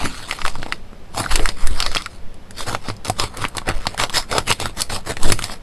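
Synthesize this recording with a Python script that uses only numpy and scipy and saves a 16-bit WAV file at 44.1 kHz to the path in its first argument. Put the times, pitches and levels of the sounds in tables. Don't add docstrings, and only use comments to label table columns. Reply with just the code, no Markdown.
import sys
import numpy as np
from scipy import signal
from scipy.fft import rfft, irfft
from scipy.io import wavfile
from scipy.ndimage import uniform_filter1d, minimum_filter1d

SR = 44100
rng = np.random.default_rng(int(sys.argv[2]) if len(sys.argv) > 2 else 0)


def to_wav(s):
    ch = np.atleast_2d(s).T
    pcm = np.round(np.clip(ch, -1, 1) * 32767)
    wavfile.write(sys.argv[1], SR, pcm.astype(np.int16))


N = 247842

# (t/s, length/s, level/dB, body/dB, sheen/dB, f/Hz, ring/dB)
GRIPS = [(0.004, 0.026, -28, -1, -8.5, 1180, -4), (0.051, 0.0097, -23, 3.5, -1, 260, 8.5),
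         (0.08, .16, -35, -6.5, -2.5, 3620, 3.5), (0.285, 0.051, -31.5, -5.5, 0, 2330, 4),
         (0.369, 0.045, -36.5, 0, -3, 5500, 7), (0.455, 0.043, -30.5, 5, -0.5, 5300, 5.5),
         (0.551, 0.19, -37.5, 10, -5, 5950, 2), (1.184, .02, -20, 5, 5.5, 750, 9.5),
         (1.23, .035, -35, 9, -15, 1900, 2), (1.318, .02, -23, -7, -1, 3180, 5.5),
         (1.362, 0.036, -30, 1, -9, 407, 14), (1.391, .11, -31, -4.5, -3.5, 594, 1.5),
         (1.585, .195, -34.5, 4, 1, 1740, 3), (1.788, .084, -30, -1, -4.5, 5250, 6),
         (1.91, .1, -34, -11, -5, 5490, 5.5), (2.093, .06, -49, -10, 3, 3500, 2)]
# (t/s, length/s, rise/s, level/dB, swell/dB, body/dB, sheen/dB, f/Hz)
CUTS = [(2.593, 0.039, 0.1, -28.5, -2, 1, 1.5, 4010), (2.674, 0.071, 0.0449, -26, -10, 6, -1, 800),
        (2.844, 0.046, 0.3, -34, 11.5, 0, -3, 800), (3.05, 0.05, 0, -29, -6, 7, 2, 895),
        (3.193, 0.047, 0.08, -21, 2.5, 5, -1, 1110), (3.374, 0.07, 0.2, -27.5, 6.5, 2, -5.5, 1050),
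        (3.572, 0.0303, 0.2, -37, -5, 8, -2, 900), (3.679, 0.016, 0.07, -21.5, 1, 3.5, -10.5, 1570),
        (3.741, .2, .05, -38.5, -0.5, 0.5, -4.5, 480.5), (3.994, 0.036, .06, -20.5, 1, -1.5, -3, 831),
        (4.151, 0.027, 0.08, -15, 1.5, -8, -4, 5600), (4.321, 0.059, .11, -21.5, 2.5, 3.5, -2.5, 676),
        (4.48, 0.025, .07, -19, 3, -2.5, 0.5, 2249), (4.607, 0.067, 0.12, -27, -0.5, 7.5, 0, 2440),
        (4.777, .028, 0.07, -26, 5.5, -0.5, 3.5, 692), (4.898, .06, -0.08, -26, 3.5, 5, 4, 685),
        (5.073, 0.045, .07, -27, -0.5, 6, 1, 1500), (5.225, .028, 0.18, -26, 8.5, 6.5, 2.5, 1210),
        (5.287, .03, 0.15, -21, -2, 13, 6.5, 390), (5.39, 0.069, .2, -34, 8.5, 7, 8, 1620),
        (5.502, 0.03, 0.7, -32, 6, 2.5, -2, 2070)]


def amp(db):
    return 10 ** (np.asarray(db) / 20)


def unit(x):
    return x / np.sqrt(np.mean(x ** 2) + 1e-20)


def fade(t, t60):
    return np.exp(-np.log(1000) * t / t60)


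def read(points, hz):
    f, value = np.transpose(points)
    return np.interp(np.log(hz + 1), np.log(f + 1), value)


def add(mix, s, sound):
    at = round(s * SR)
    sound = sound[max(-at, 0):]
    part = mix[max(at, 0):][:len(sound)]
    part += sound[:len(part)]


def tint(x, colour):
    return irfft(rfft(x) * amp(read(colour, np.fft.rfftfreq(N, 1 / SR))), N)


def stroke(s, length, rise_s, fall_s, swell_db=0):
    rise_s = max(rise_s, .02)
    t = np.arange(-rise_s, length + fall_s, 1 / SR)
    away = np.maximum(-t, 0) / rise_s + np.maximum(t - length, 0) / fall_s
    progress = np.clip(t / length, 0, 1)
    return s - rise_s, amp(swell_db * (progress - .5) - 60 * away)


def room_noise(level_db=-42.5):
    hush_colour = [(20, -34), (60, 0.5), (95, 1.5), (135, -11.5), (180, -1), (260, -11.5), (550, -12.5),
                   (1300, -20.5), (3000, -26.5), (5200, -31.5), (6200, -36), (12000, -41)]
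    return amp(level_db) * unit(tint(rng.standard_normal(N), hush_colour))


def reflections(x, t60s, delay_s):
    echoes = rng.choice([-1., 1.], SR // 2) * (rng.random(SR // 2) < .08)
    hz, t, bands = signal.stft(echoes, SR, nperseg=256)
    tail = signal.istft(bands * fade(t, read(t60s, hz)[:, None]), SR)[1]
    tail = np.r_[np.zeros(int(delay_s * SR)), tail / np.linalg.norm(tail)]
    return signal.fftconvolve(x, tail)[:N]


def gusts(level_db=-1, held_db=-45.5, stir_db=-17.5, steady_s=.1025):
    swings = [(0.0, 0.027, -28), (0.45, 0.085, -30.5), (0.68, 0.23, -47), (1.315, .12, -16.5),
              (1.64, .12, -19.5), (1.85, 0.053, -33), (2.17, 0.16, -46), (3.755, 0.013, -26),
              (5.25, 0.031, -25)]
    air_colour = [(0, -29), (3, 4), (7, 6.5), (14, 2), (23, -6), (50, -17.5), (80, -29.5), (160, -67),
                  (400, -83)]
    stirs = [(s, length, db + stir_db) for s, length, _, db, *_ in CUTS]
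    speed = np.full(N, amp(held_db))
    for s, length, db in list(swings) + stirs:
        start, push = stroke(s, length, rise_s=.088, fall_s=.36)
        add(speed, start, amp(db) * push)
    air = unit(tint(rng.standard_normal(N), air_colour))
    audible_power = irfft(rfft(air) * (np.fft.rfftfreq(N, 1 / SR) > 22), N) ** 2
    air /= np.sqrt(uniform_filter1d(audible_power, int(steady_s * SR)) + audible_power.mean() / 10)
    return air * amp(level_db) * speed * signal.windows.tukey(N, .01)


def drumming(hz=102, t60=.18, rise_s=.011):
    jolts = [(2.671, -25.5), (2.886, -22.5), (3.083, -26.5), (3.198, -25), (3.415, -26), (4.351, -30),
             (4.626, -27), (4.928, -27.5), (5.283, -21)]
    out, t = np.zeros(N), np.arange(SR // 3) / SR
    for s, db in jolts:
        swell = (1 - np.exp(-(t / rise_s) ** 2)) * fade(t, t60)
        tone = np.sin(2 * np.pi * hz * rng.uniform(.9, 1.03) * t)
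        add(out, s, amp(db) * swell / swell.max() * tone)
    return out


def panel(body_db, sheen_db, ring_hz, ring_db, octaves=.44, samples=4096):
    foil_colour = [(25, -11.5), (55, -1.5), (78, -6.5), (102, 1.5), (140, -5.5), (400, -6), (1200, -5.5),
                   (1650, -9.5), (3200, -10), (5300, -12.5), (5850, -17), (7200, -15), (9200, -17.5),
                   (11900, -21)]
    pouch_rings = [(800, 370, 0.77), (1343, 180, 2.5), (2030, 224, 2.5), (2735, 51, 1.5), (3560, 260, 2.5),
                   (4520, 420, 3.5), (5160, 160, 3), (8320, 730, 4.5), (9470, 104, 6.5), (10320, 170, 6.5),
                   (11140, 82, 8.5)]
    hz = np.fft.rfftfreq(samples, 1 / SR)
    db = read(foil_colour, hz)
    db += read([(250, body_db), (1500, .011)], hz) + read([(2000, 0), (9000, sheen_db)], hz)
    db += sum(boost * np.exp(-((hz - f) / width) ** 2) for f, width, boost in pouch_rings)
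    db += ring_db * np.exp(-(np.log2((hz + 1) / ring_hz) / octaves) ** 2)
    db += read([(11900, 0), (12900, -14), (SR / 2, -50)], hz)
    log_gain = np.log(amp(np.r_[db, db[-2:0:-1]]))
    spectrum = np.exp(np.conj(signal.hilbert(log_gain)))
    response = np.fft.ifft(spectrum).real[:samples // 2]
    return response / np.linalg.norm(response)


def crackle(force, per_s, rub, clump_db, usual_db=-28, spread_db=3, clump_s=.011):
    chance, size, sign = rng.random(len(force)), rng.exponential(1, len(force)), rng.choice([-1, 1], len(force))
    hiss, wobble = rng.standard_normal((2, len(force)))
    odds = per_s / SR * np.clip(force / amp(usual_db), .5, 4)
    cracks = (chance < odds) * sign * amp(spread_db * np.minimum(size, 4)) / np.sqrt(odds)
    clumps = unit(signal.fftconvolve(wobble, np.hanning(int(clump_s * SR) + 3), "same"))
    texture = unit(cracks) + rub * hiss
    return force * unit(texture * amp(clump_db * np.clip(clumps, -2, 2)))


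def flex(x, patchy_db=3.5):
    bands = signal.stft(x, nperseg=256)[2]
    patch = np.outer(np.hanning(5), np.hanning(28))
    flicker = unit(signal.fftconvolve(rng.standard_normal(bands.shape), patch, "same"))
    bands = bands * amp(patchy_db * np.clip(flicker, -2, 2))
    return np.std(x) * unit(signal.istft(bands)[1][:N])


def snap(t60, colour, burst_s=.00082, burst=1.2, scatter=.81, samples=4096):
    t = np.arange(samples) / SR
    flip, ripple = rng.standard_normal((2, samples))
    click = unit(1. * (t == 0))
    push = unit(click + burst * unit(flip * t * np.exp(-2 * t / burst_s)))
    push += scatter * unit(ripple * fade(t, t60))
    sound = signal.fftconvolve(push, panel(*colour, octaves=.45))
    return sound / np.linalg.norm(sound)


def snaps(rows, t60):
    out = np.zeros(N)
    for s, db, *colour in rows:
        add(out, s, amp(db) * snap(t60, colour))
    return out


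def crinkles(per_s=16, over_db=24, spread_db=2.5, late_s=.01, low_hz=700, high_hz=4000):
    out = np.zeros(N)
    moves = [row[:3] for row in GRIPS] + [(s, length, db) for s, length, _, db, *_ in CUTS]
    for s, length, db in moves:
        span = length + late_s
        count = int(per_s * span + rng.random())
        for when, size, pitch in rng.random((count, 3)):
            ring_hz = low_hz * (high_hz / low_hz) ** pitch
            gain = amp(db + over_db + spread_db * (2 * size - 1))
            add(out, s + when * span, gain * snap(t60=.022, colour=(3, -3, ring_hz, 10)))
    return out


def handling():
    out = np.zeros(N)
    for s, length, db, *colour in GRIPS:
        start, force = stroke(s, length, rise_s=.115, fall_s=.2)
        cracks = crackle(amp(db) * force, per_s=3200, rub=.8, clump_db=2.5)
        add(out, start, signal.fftconvolve(cracks, panel(*colour)))
    return flex(out)


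def buckling():
    buckles = [(0.0304, -1, -9, -10, 1090, 14), (0.0573, 5, 4, -4, 1280, 15),
               (0.311, 7.5, -12, -7, 2540, 7), (0.3255, 1, -3, -15, 910, 7), (0.3879, -3, -2, -8, 1060, 18),
               (0.4172, 2, -15, -17, 2330, 3), (0.4515, 9, -7, -10, 1300, 7),
               (0.4624, 5.5, -13, -6, 1190, 2), (0.4797, 4.5, -15, -5, 954, 6),
               (0.5543, -1.5, 6.5, -10, 1040, 5), (0.6301, .7, -3, -17, 3920, 3.5),
               (0.663, -1, 6, -18, 910, 3), (0.724, 9, -9, -7.5, 2370, 8.5),
               (0.9312, -13, 6.5, -16, 1170, 2), (1.1473, -4.5, 8, 1, 1070, 13), (1.179, 6, 7, 7, 830, 11),
               (1.2408, -0.5, -3, -21, 1280, 14), (1.2613, 5.5, -6, -8, 1400, 20),
               (1.3569, 14, -13, 1, 2930, 0), (1.3947, 5.5, 9.5, -16, 3000, 8),
               (1.4574, 10, -8, 0, 1720, 10.5), (1.4897, 7, 2, -2.5, 5400, 10.5),
               (1.672, 2.5, 0, 19.5, 1720, 15.5), (1.803, 10, -20, -0.5, 3120, 7.5),
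               (1.8252, 8, -10, -6, 4760, 14), (1.8637, 8, -10.5, -8, 4000, 4), (1.916, -3, -4, 0, 604, 12),
               (1.9491, 7, -9, -2.5, 5140, 8), (1.9602, 7.5, -1.5, -11.5, 1160, 8),
               (1.9676, 10, 1, 2, 3040, 19), (1.9796, 0, -30, -20, 5030, 18), (2.021, -8, -7, 8, 3470, 12),
               (2.0605, 2.4, -16, -9.5, 1480, 9), (2.343, -23, 4, 10, 800, -1),
               (3.5503, -5, 8, 1, 1111, 20), (3.6177, -5, 17, -17, 1260, 15.5),
               (3.855, -2, -2, -2, 1020, 25), (4.1033, -4, 9, -1, 947, 13), (4.6572, 6.5, 7, .5, 1270, 13)]
    return snaps(buckles, t60=.032)


def biting():
    bites = [(2.5088, -11, 7.5, 15.5, 1670, 13), (2.731, 1, 12, -1, 995, 2),
             (2.7488, 9.5, -6, -13.5, 715, 5.5), (2.8853, 4, 21, -8, 1480, 7),
             (2.9009, 3, -2, -19, 4160, 6), (2.9662, -18, 15, 12, 5000, 14), (3.0482, -3, 8, 9, 3350, 7),
             (3.0824, 1, 9, 4, 800, 2), (3.0983, 12.5, 10, 8.5, 784, 18), (3.198, 11, -4, -6, 4904, 7.5),
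             (3.3717, -5, -7, 10, 3500, 1), (3.4418, 7.5, -6.5, -31, 1560, 1),
             (3.4512, 8.5, 1, -18, 2380, 10.5), (3.4843, -10, -2, 28.5, 2130, 14),
             (3.5695, 3, 9, 17, 1480, 6), (3.582, 5, -14, -7, 2680, 3), (3.6891, 3.5, 1, 4, 2500, 10),
             (3.8689, 12, 1, -8.5, 4600, 6.5), (3.945, -3.5, -2, 1, 787, 13), (3.9783, 1.5, 2, 5, 1480, 13),
             (3.9992, 9, -11, -12, 3800, 2), (4.037, 9, -2.5, -2, 3450, 6),
             (4.0968, -0.5, -1, 0.5, 2800, 8), (4.314, 4, 2, -3, 631, 5), (4.382, 16.5, 3, -2, 1110, 8),
             (4.505, 10, 0, 4, 2300, -3), (4.5138, 16, -18, -13, 3230, 5), (4.525, 8, -9, 5, 2766, 6),
             (4.6007, 3, 3, 5, 2560, 8), (4.8072, 4.5, -2.5, 18, 4100, 8), (4.8184, 10.5, -5, 15, 4697, 9),
             (4.8995, -0.5, -16, -20, 630, -1), (5.1691, 1.7, 5, -5, 1974, 8),
             (5.2315, 5, 7, 12.5, 710, 14), (5.301, 9, 3.5, -7, 600, -3), (5.3207, 19, 2.5, 5, 2100, 6.5),
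             (5.391, 4, -8, 0, 1380, 10), (5.4233, 0.5, -1, 4, 2810, 8), (5.4407, 5.5, -1, 2.5, 4730, 4),
             (5.4976, -3.5, 2, -18, 1380, 0)]
    return snaps(bites, t60=.031)


def cutting(ring_db=4):
    out = np.zeros(N)
    for s, length, rise_s, db, swell_db, *colour in CUTS:
        start, force = stroke(s, length, rise_s, fall_s=.135, swell_db=swell_db)
        cracks = crackle(amp(db) * force, per_s=2400, rub=.58, clump_db=1.93)
        add(out, start, signal.fftconvolve(cracks, panel(*colour, ring_db)))
    return flex(out)


def scene(room_db=-16):
    room_decay = [(100, 0.6), (500, 0.039), (1500, 0.082), (4000, 0.12), (10000, 0.18)]
    stereo_width = [(60, -78), (600, -66), (1500, -55), (3800, -55), (4200, -14), (8000, -14.5),
                    (12000, -12)]
    air = gusts()
    low = drumming() + room_noise()
    foil = buckling() + biting() + handling() + cutting() + crinkles()
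    mid = foil + amp(room_db) * reflections(foil, room_decay, delay_s=.004) + low
    scattered = reflections(mid, [(100, .0033), (12000, .0033)], delay_s=.0004)
    side = tint(scattered, stereo_width)
    return mid + air + np.array([side, -side])


def record(dry, ceiling=.97, edge_hz=12800):
    needed_gain = np.minimum(1, ceiling / (abs(dry).max(0) + 1e-9))
    smooth_gain = uniform_filter1d(minimum_filter1d(needed_gain, size=25), size=25)
    lowpass = signal.firwin(161, edge_hz, window=("kaiser", 7), fs=SR)
    return signal.oaconvolve(dry * smooth_gain, lowpass[None], "same", axes=1)


dry = scene()
out = record(dry)
to_wav(out)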